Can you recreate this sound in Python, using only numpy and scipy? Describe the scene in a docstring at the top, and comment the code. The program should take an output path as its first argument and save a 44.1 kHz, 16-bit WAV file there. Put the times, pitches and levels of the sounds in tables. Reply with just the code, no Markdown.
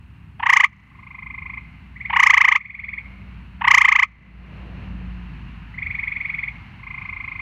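"""A tree frog calls close by at a garden pond at night, and two more call from farther off.
Each call is a row of short pulses: puffs of air that shake the frog's vocal folds. A pulse slides up
in pitch near 1 kHz, but mostly we hear its second harmonic, the tone at twice that pitch. Calls start
soft, mostly hurried, then settle. Banks and walls echo them; far traffic drones and swells once.
The recorder turns everything down when the close frog is loud, then slowly turns it back up."""
import sys
import numpy as np
from scipy import signal
from scipy.fft import rfft, irfft, next_fast_len
from scipy.io import wavfile
from scipy.ndimage import map_coordinates

SR = 44100
rng = np.random.default_rng(int(sys.argv[2]) if len(sys.argv) > 2 else 0)


def dump(signal):
    """Clip the signal to [-1, 1] and save it as 16-bit WAV at the path in sys.argv[1]."""
    limited = np.clip(np.atleast_2d(signal).T, -1, 1)
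    pcm = np.round(limited * 32767).astype(np.int16)
    wavfile.write(sys.argv[1], SR, pcm)


N = 326781

# far roads, with one vehicle passing: t/s, rumble/dB, low roar/dB, tyre hiss/dB
ROAD_LEVELS = [(0, -45, -72.5, -60.5), (1.2, -45, -73, -56.5), (2.6, -44, -71.5, -52),
               (3.2, -43.5, -59.5, -53), (3.6, -42.5, -70, -52.5), (4.3, -43.5, -59, -52),
               (4.65, -40, -49.5, -49), (4.95, -38, -53.5, -49), (5.5, -38, -66.5, -49),
               (6.2, -43, -66, -49.5), (7.41, -43.5, -70.5, -49.5)]
# a far engine: t/s, f/Hz, low drone/dB, higher hum/dB
ENGINE_NOTES = [(0, 61.1, -49, -65), (.9, 60.44, -54, -65), (1.3, 60.25, -45, -61.5),
                (2.7, 60.35, -45, -49.5), (3.4, 58.64, -42, -49.5), (4.3, 57.8, -40, -47.5),
                (4.75, 57.12, -38.5, -44), (5.1, 56.12, -35, -38.5), (5.6, 54.68, -40.5, -49.5),
                (6.15, 52.2, -46, -55), (6.9, 52.9, -46.5, -55), (7.41, 49, -47, -60.5)]
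# colour (how strong each frequency is) of road and microphone noise: f/Hz, level/dB
RUMBLE_SHAPE = [(20, -24), (38, -14.5), (50, -8), (85, 1.5), (120, -2.5), (170, -4.5), (240, -11.5),
                (300, -20.5), (400, -31.5), (600, -58), (900, -120)]
ROAR_SHAPE = [(150, -32), (300, -2), (420, -8), (700, -11), (1100, -22.5), (2000, -81.5)]
TYRE_SHAPE = [(300, -26), (500, -22), (700, -7.5), (1000, -.5), (1350, -3.5), (1750, -3), (2250, -3.5),
              (2750, -1.5), (3380, -17), (3800, -19), (4250, -17.5), (4860, -28), (6400, -34.5),
              (9000, -52), (15500, -65)]
MIC_SHAPE = [(100, -2.5), (5000, 2), (9000, 3), (15500, -1.5)]
# one row a call: t/s, pulses, first gap/s, settled gap/s, full level/dB,
# first pulse's weakness/dB (how far below full it is), rise time/pulses, full pitch f/Hz
CLOSE_FROG_CALLS = [(.4027, 8, .0319, .0368, 1, 38, 1.65, 1122),
                    (2.1048, 14, .0315, .03625, 3, 36, 1.7, 1132),
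                    (3.6184, 13, .03117, .03583, 3.5, 29.5, 1.75, 1136)]
SOFT_FROG_CALLS = [(.9149, 18, .03944, .03858, -23, 30, 3.7, 1165),
                   (6.8001, 17, .03632, .0385, -22, 19, 1.25, 1179)]
SLOW_FROG_CALLS = [(1.9659, 23, .04566, .0468, -17.5, 14, 1.1, 1167),
                   (5.7458, 18, .04044, .04774, -16.5, 15, .85, 1177)]
# how one pulse unfolds: t/pulse lengths, pitch ratio, lowest tone/dB, second harmonic/dB
PULSE_SHAPE = [(-1.2213, .68, -49, -57.5), (-0.8368, .72, -26, -23.5), (-0.4675, .8, -13.5, -11),
               (-0.3068, 0.858, -9.5, -4), (0.1456, 0.9385, -2.5, .5), (0.2521, 1.005, -2.5, -2),
               (0.4063, 1.058, -1.5, -8), (0.56, 1.083, -6, -24.5), (0.91, 1.2, -29.5, -34.5),
               (3, .59, -46, -73.5)]
# each call's higher harmonics against its second: f/Hz, level/dB
CLOSE_HARMONICS = [(2400, -7), (3100, -17.5), (3500, -27.5), (3750, -36.5), (4600, -32), (5300, -27),
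                   (6300, -24.5), (7400, -31.5), (8100, -50), (10000, -55.5), (12000, -52.5), (15000, -51)]
SOFT_HARMONICS = [(3000, -27.5), (4400, -47), (5500, -48), (8000, -80.5)]
SLOW_HARMONICS = [(3000, -41), (3400, -33), (3700, -46), (4300, -43.5), (5500, -56.5), (8000, -87.5)]
# a bright, overloaded edge on the loudest pulses, harshest around the fifth: pulse number, level/dB
EDGE_LEVELS = [(0, -45), (2, -8.5), (4, 3), (8, -7), (13, -8)]
# air rushing through the opening voice box: t/pulse lengths, level/dB
AIR_LEVELS = [(-2.1, -56.5), (-0.99, -20.5), (-.5, 3), (0.17, 1.5), (0.44, -3.5), (0.65, -27.5),
              (1.2, -90.5)]
# a brief high hiss around the loudest pulses: t/pulse lengths, level/dB
HIGH_HISS_LEVELS = [(-1.8, -85), (-0.78, -48.5), (-0.083, -43), (.2, -33.5), (0.28, -45), (1, -54),
                    (1.7, -84)]
# colour of that air and hiss, and of the soft frog's voice across the pond: f/Hz, level/dB
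AIR_SHAPE = [(550, -58), (850, -5.5), (1300, 1.5), (1600, 1.5), (2500, 3.5), (3100, -2), (3900, -30),
             (6000, -46.5), (8000, -61.5), (15000, -72.5)]
HIGH_HISS_SHAPE = [(2000, -29), (3800, -1), (5200, -1.5), (7300, -5.5), (8100, -21), (10000, -20.5),
                   (15000, -30)]
SOFT_FROG_SHAPE = [(850, 5), (950, 0.5), (1060, 4), (1300, -10.5), (1900, -10.5), (2080, 1.5), (2250, -3.5),
                   (2480, 1), (2800, -2.5)]
# quick echoes from water, leaves and bank: delay/s, level/dB
CLOSE_FROG_ECHOES = [(.0034, -20), (.0128, -22), (.018, -27.5)]
SOFT_FROG_ECHOES = [(.0053, -12.5), (0.0105, -11), (0.0169, -21.5)]
SLOW_FROG_ECHOES = [(.0052, -20.5), (.0122, -11.5), (.027, -20.5)]
# how long scattered sound lingers: f/Hz, t/s to fade by 60 dB
BANK_FADE = [(500, .042), (2200, 0.07), (5000, 0.054), (12000, .036)]
GARDEN_FADE = [(500, .4), (1200, .39), (2100, 1.55), (3200, 0.66), (12000, 0.28)]

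LEVEL_SCATTER_DB, PITCH_SCATTER = .6, .0059  # from pulse to pulse
# per dB of weakness: share of pitch lost, share of length lost, dB the lowest tone gains on the second
FLATTER, SHORTER, DULLER = .0042, .009, .59


def amp(db):
    """Turn decibels into a number to multiply by."""
    return 10 ** (np.asarray(db) / 20)


def along(points, hz):
    """Read a table at hz, on a log frequency scale."""
    freqs, values = np.transpose(points)
    return np.interp(np.log(hz + 1), np.log(freqs + 1), values)


def curves(rows, at):
    """Read each later column of a table where its first column equals at."""
    points, *columns = np.transpose(rows)
    return [np.interp(at, points, column) for column in columns]


def wobble(rate, size=N):
    """A smooth random curve through rate points a second."""
    points = rng.standard_normal(int(size * rate / SR) + 4)
    return map_coordinates(points, [np.arange(size) * rate / SR])


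def filtered(x, response):
    """Scale each frequency in x by response(hz)."""
    size = next_fast_len(N + SR // 2)
    return irfft(rfft(x, size) * response(np.fft.rfftfreq(size, 1 / SR)), size)[:N]


def noise(colour):
    """Noise of the given colour, with an average (rms) size of 1."""
    x = filtered(rng.standard_normal(N), lambda hz: amp(along(colour, hz)))
    return x / np.sqrt(np.mean(x ** 2) + 1e-20)


def add(track, t, sound):
    """Mix a sound into the track, centred on time t."""
    at = round(t * SR) - len(sound) // 2 + np.arange(len(sound))
    inside = (at >= 0) & (at < N)
    track[at[inside]] += sound[inside]


def engine_tone(hz, db, waver_db):
    """One engine note, a little unsteady in pitch and level."""
    phase = 2 * np.pi * np.cumsum(hz * (1 + .01184 * wobble(12))) / SR
    return amp(db + waver_db * wobble(11)) * np.sqrt(2) * np.sin(phase)


def traffic(hum_ratio=3.23):
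    """Far roads: rumble, low roar, tyre hiss and the two notes of an engine."""
    t = np.arange(N) / SR
    rumble_db, roar_db, hiss_db = curves(ROAD_LEVELS, t)
    engine_hz, drone_db, hum_db = curves(ENGINE_NOTES, t)
    drone = engine_tone(engine_hz, drone_db, waver_db=1.5)
    hum = engine_tone(hum_ratio * engine_hz, hum_db, waver_db=.6)
    rumble = amp(rumble_db + 1.1 * wobble(7)) * noise(RUMBLE_SHAPE)
    hiss = amp(hiss_db + .82 * wobble(8.1)) * noise(TYRE_SHAPE)
    roar = amp(roar_db) * noise(ROAR_SHAPE)
    return drone + hum + rumble + roar + hiss


def call_pulses(calls, settle_pulses):
    """Calls grow louder and settle in pace. Gives pulse number, t/s, level/dB, weakness/dB, f/Hz."""
    for start, count, first_gap, settled_gap, full_db, first_weak_db, rise, full_hz in calls:
        number = np.arange(round(count))
        gaps = np.interp(number, [0, settle_pulses], [first_gap, settled_gap])
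        times = start + np.cumsum(gaps) - gaps
        weak_db = first_weak_db * np.exp(-number / rise)
        louder, higher = rng.standard_normal((len(number), 2)).T
        db = full_db - weak_db + LEVEL_SCATTER_DB * louder
        yield from zip(number, times, db, weak_db, full_hz * (1 + PITCH_SCATTER * higher))


def pulse(db, low_db, pitch_hz, length_s, harmonics, edge_db, sweep, jitter, flutter):
    """One puff through the voice box: the pitch slides up, and the lowest tone rings on last."""
    size = SR // 20
    progress = (np.arange(size) - size // 2) / SR / length_s
    pitch_ratio, first_db, second_db = curves(PULSE_SHAPE, progress)
    hz = pitch_hz * pitch_ratio ** sweep * (1 + jitter * wobble(900, size))
    phase = 2 * np.pi * (np.cumsum(hz) / SR + rng.random())
    voice = amp(low_db + first_db) * np.sin(phase) + amp(db + second_db) * np.sin(2 * phase)
    # higher harmonics flutter, and the sound is brightest at the pulse's peak
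    for k in range(3, 15):
        bright_db = second_db * (1 + .37 * min(k - 3, 4)) + (k > 4) * edge_db
        waver = 1 + flutter * wobble(1203, size)
        level = amp(db + bright_db + along(harmonics, k * hz))
        voice += level * waver * np.sin(k * phase + 2 * np.pi * rng.random())
    return voice * signal.windows.tukey(size, .2)


def echoed(x, echoes):
    """A sound plus later, quieter copies that bounce back."""
    return filtered(x, lambda hz: 1 + sum(amp(db) * np.exp(-2j * np.pi * hz * delay)
                                          for delay, db in echoes))


def scattered(x, fade):
    """A blur of many echoes; each frequency fades at its own speed."""
    hz, t, spectrum = signal.stft(rng.standard_normal(SR), SR, nperseg=256)
    tail = signal.istft(spectrum * amp(-60 * t / along(fade, hz)[:, None]), SR, nperseg=256)[1]
    tail = np.pad(tail / np.linalg.norm(tail), (SR // 200, 0))  # arrives 5 ms late
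    return signal.fftconvolve(x, tail)[:N]


def surroundings(call, walls, bank_db, garden_db):
    """A call with its echoes off far walls (delay/s, level/dB), the bank and the garden."""
    bank = amp(bank_db) * scattered(call, BANK_FADE)
    garden = amp(garden_db) * scattered(call, GARDEN_FADE)
    return echoed(call, walls) + bank + garden


def close_frog(full_pulse_s=.01432):
    """Loud calls; the weak opening pulses are lower, shorter and more breathy."""
    voice, air, hiss = np.zeros((3, N))
    pulse_time = np.arange(-SR // 40, SR // 40) / SR
    for number, t, db, weak_db, hz in call_pulses(CLOSE_FROG_CALLS, settle_pulses=6):
        low_db = db - 8 + DULLER * weak_db
        length_s = full_pulse_s * (1 - SHORTER * weak_db)
        edge_db, = curves(EDGE_LEVELS, number)
        add(voice, t, pulse(db, low_db, hz * (1 - FLATTER * weak_db), length_s, CLOSE_HARMONICS,
                            edge_db, sweep=1.02, jitter=.009, flutter=.35))
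        leak_db = low_db - 18.5 + .12 * weak_db
        air_db, = curves(AIR_LEVELS, pulse_time / length_s)
        hiss_db, = curves(HIGH_HISS_LEVELS, pulse_time / length_s)
        add(air, t, amp(leak_db + air_db))
        add(hiss, t, amp(db + edge_db + hiss_db))
    call = voice + air * noise(AIR_SHAPE) + hiss * noise(HIGH_HISS_SHAPE)
    call = amp(1.62) * echoed(call, CLOSE_FROG_ECHOES)
    return surroundings(call, walls=[(.087, -43.5), (.23, -49.5)], bank_db=-19, garden_db=-45)


def soft_frog(pulse_s=.0128):
    """Soft, quick calls from farther off, coloured by strong echoes off the water."""
    call = np.zeros(N)
    for _, t, db, weak_db, hz in call_pulses(SOFT_FROG_CALLS, settle_pulses=16):
        low_db = db - 10.5 + DULLER * weak_db
        add(call, t, pulse(db, low_db, hz, pulse_s, SOFT_HARMONICS,
                           edge_db=-31.5, sweep=.99, jitter=.006, flutter=.4))
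    call = filtered(call, lambda hz: amp(along(SOFT_FROG_SHAPE, hz)))
    call = amp(-1.1) * echoed(call, SOFT_FROG_ECHOES)
    return surroundings(call, walls=[(.074, -16.5)], bank_db=-12, garden_db=-19.5)


def slow_frog(pulse_s=.0135, ring_hz=3408, ring_width_hz=120):
    """Slower far calls, nearly all second harmonic, with a faint high ring in the voice."""
    call = np.zeros(N)
    for _, t, db, weak_db, hz in call_pulses(SLOW_FROG_CALLS, settle_pulses=20):
        add(call, t, pulse(db, db - 25.5, hz * (1 - FLATTER * weak_db), pulse_s, SLOW_HARMONICS,
                           edge_db=-24, sweep=.84, jitter=.0059, flutter=.43))
    ring = filtered(call, lambda hz: 1j * hz * ring_width_hz
                    / (ring_hz ** 2 - hz ** 2 + 1j * hz * ring_width_hz))
    call = amp(-1.2) * echoed(call + amp(5) * ring, SLOW_FROG_ECHOES)
    return surroundings(call, walls=[(.076, -20)], bank_db=-14.5, garden_db=-23.5)


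def auto_volume(x, limit_db=-5, turn_down_s=.033, hold_s=.098, return_db_per_s=25.5):
    """Peaks over the limit turn the volume down; after a short wait it creeps back."""
    block = SR // 250
    step_s = block / SR
    peaks = np.abs(np.pad(x, (0, -N % block))).reshape(-1, block).max(axis=1)
    cut_db, waited_s, cuts = 0, 0, []
    for over_db in 20 * np.log10(peaks + 1e-9) - limit_db:
        waited_s = 0 if over_db > cut_db / 2 else waited_s + step_s
        cut_db += max(over_db - cut_db, 0) * step_s / (turn_down_s + step_s)
        cut_db = max(cut_db - return_db_per_s * np.clip(waited_s - hold_s, 0, step_s), 0)
        cuts.append(cut_db)
    return x * amp(-np.interp(np.arange(N) / block, np.arange(len(cuts)) + 1, cuts))


def scene():
    """Three frogs over far traffic and faint microphone hiss, in one channel."""
    frogs = close_frog() + slow_frog() + soft_frog()
    return (frogs + traffic() + amp(-79.5) * noise(MIC_SHAPE))[None]


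def record(dry, ceiling=.76, hardness=6, lopsided=.0045, top_hz=15750):
    """The recorder sets its own volume, rounds off the loudest pulses and drops the highest treble."""
    x = auto_volume(dry[0])
    x = x / (1 + np.abs(x / ceiling) ** hardness) ** (1 / hardness)
    # the wave's tops and bottoms bend slightly differently
    x = x + lopsided * filtered(x ** 2, lambda hz: hz / (hz + 100))
    return filtered(x, lambda hz: hz < top_hz)[None]


dry = scene()
out = record(dry)
dump(out)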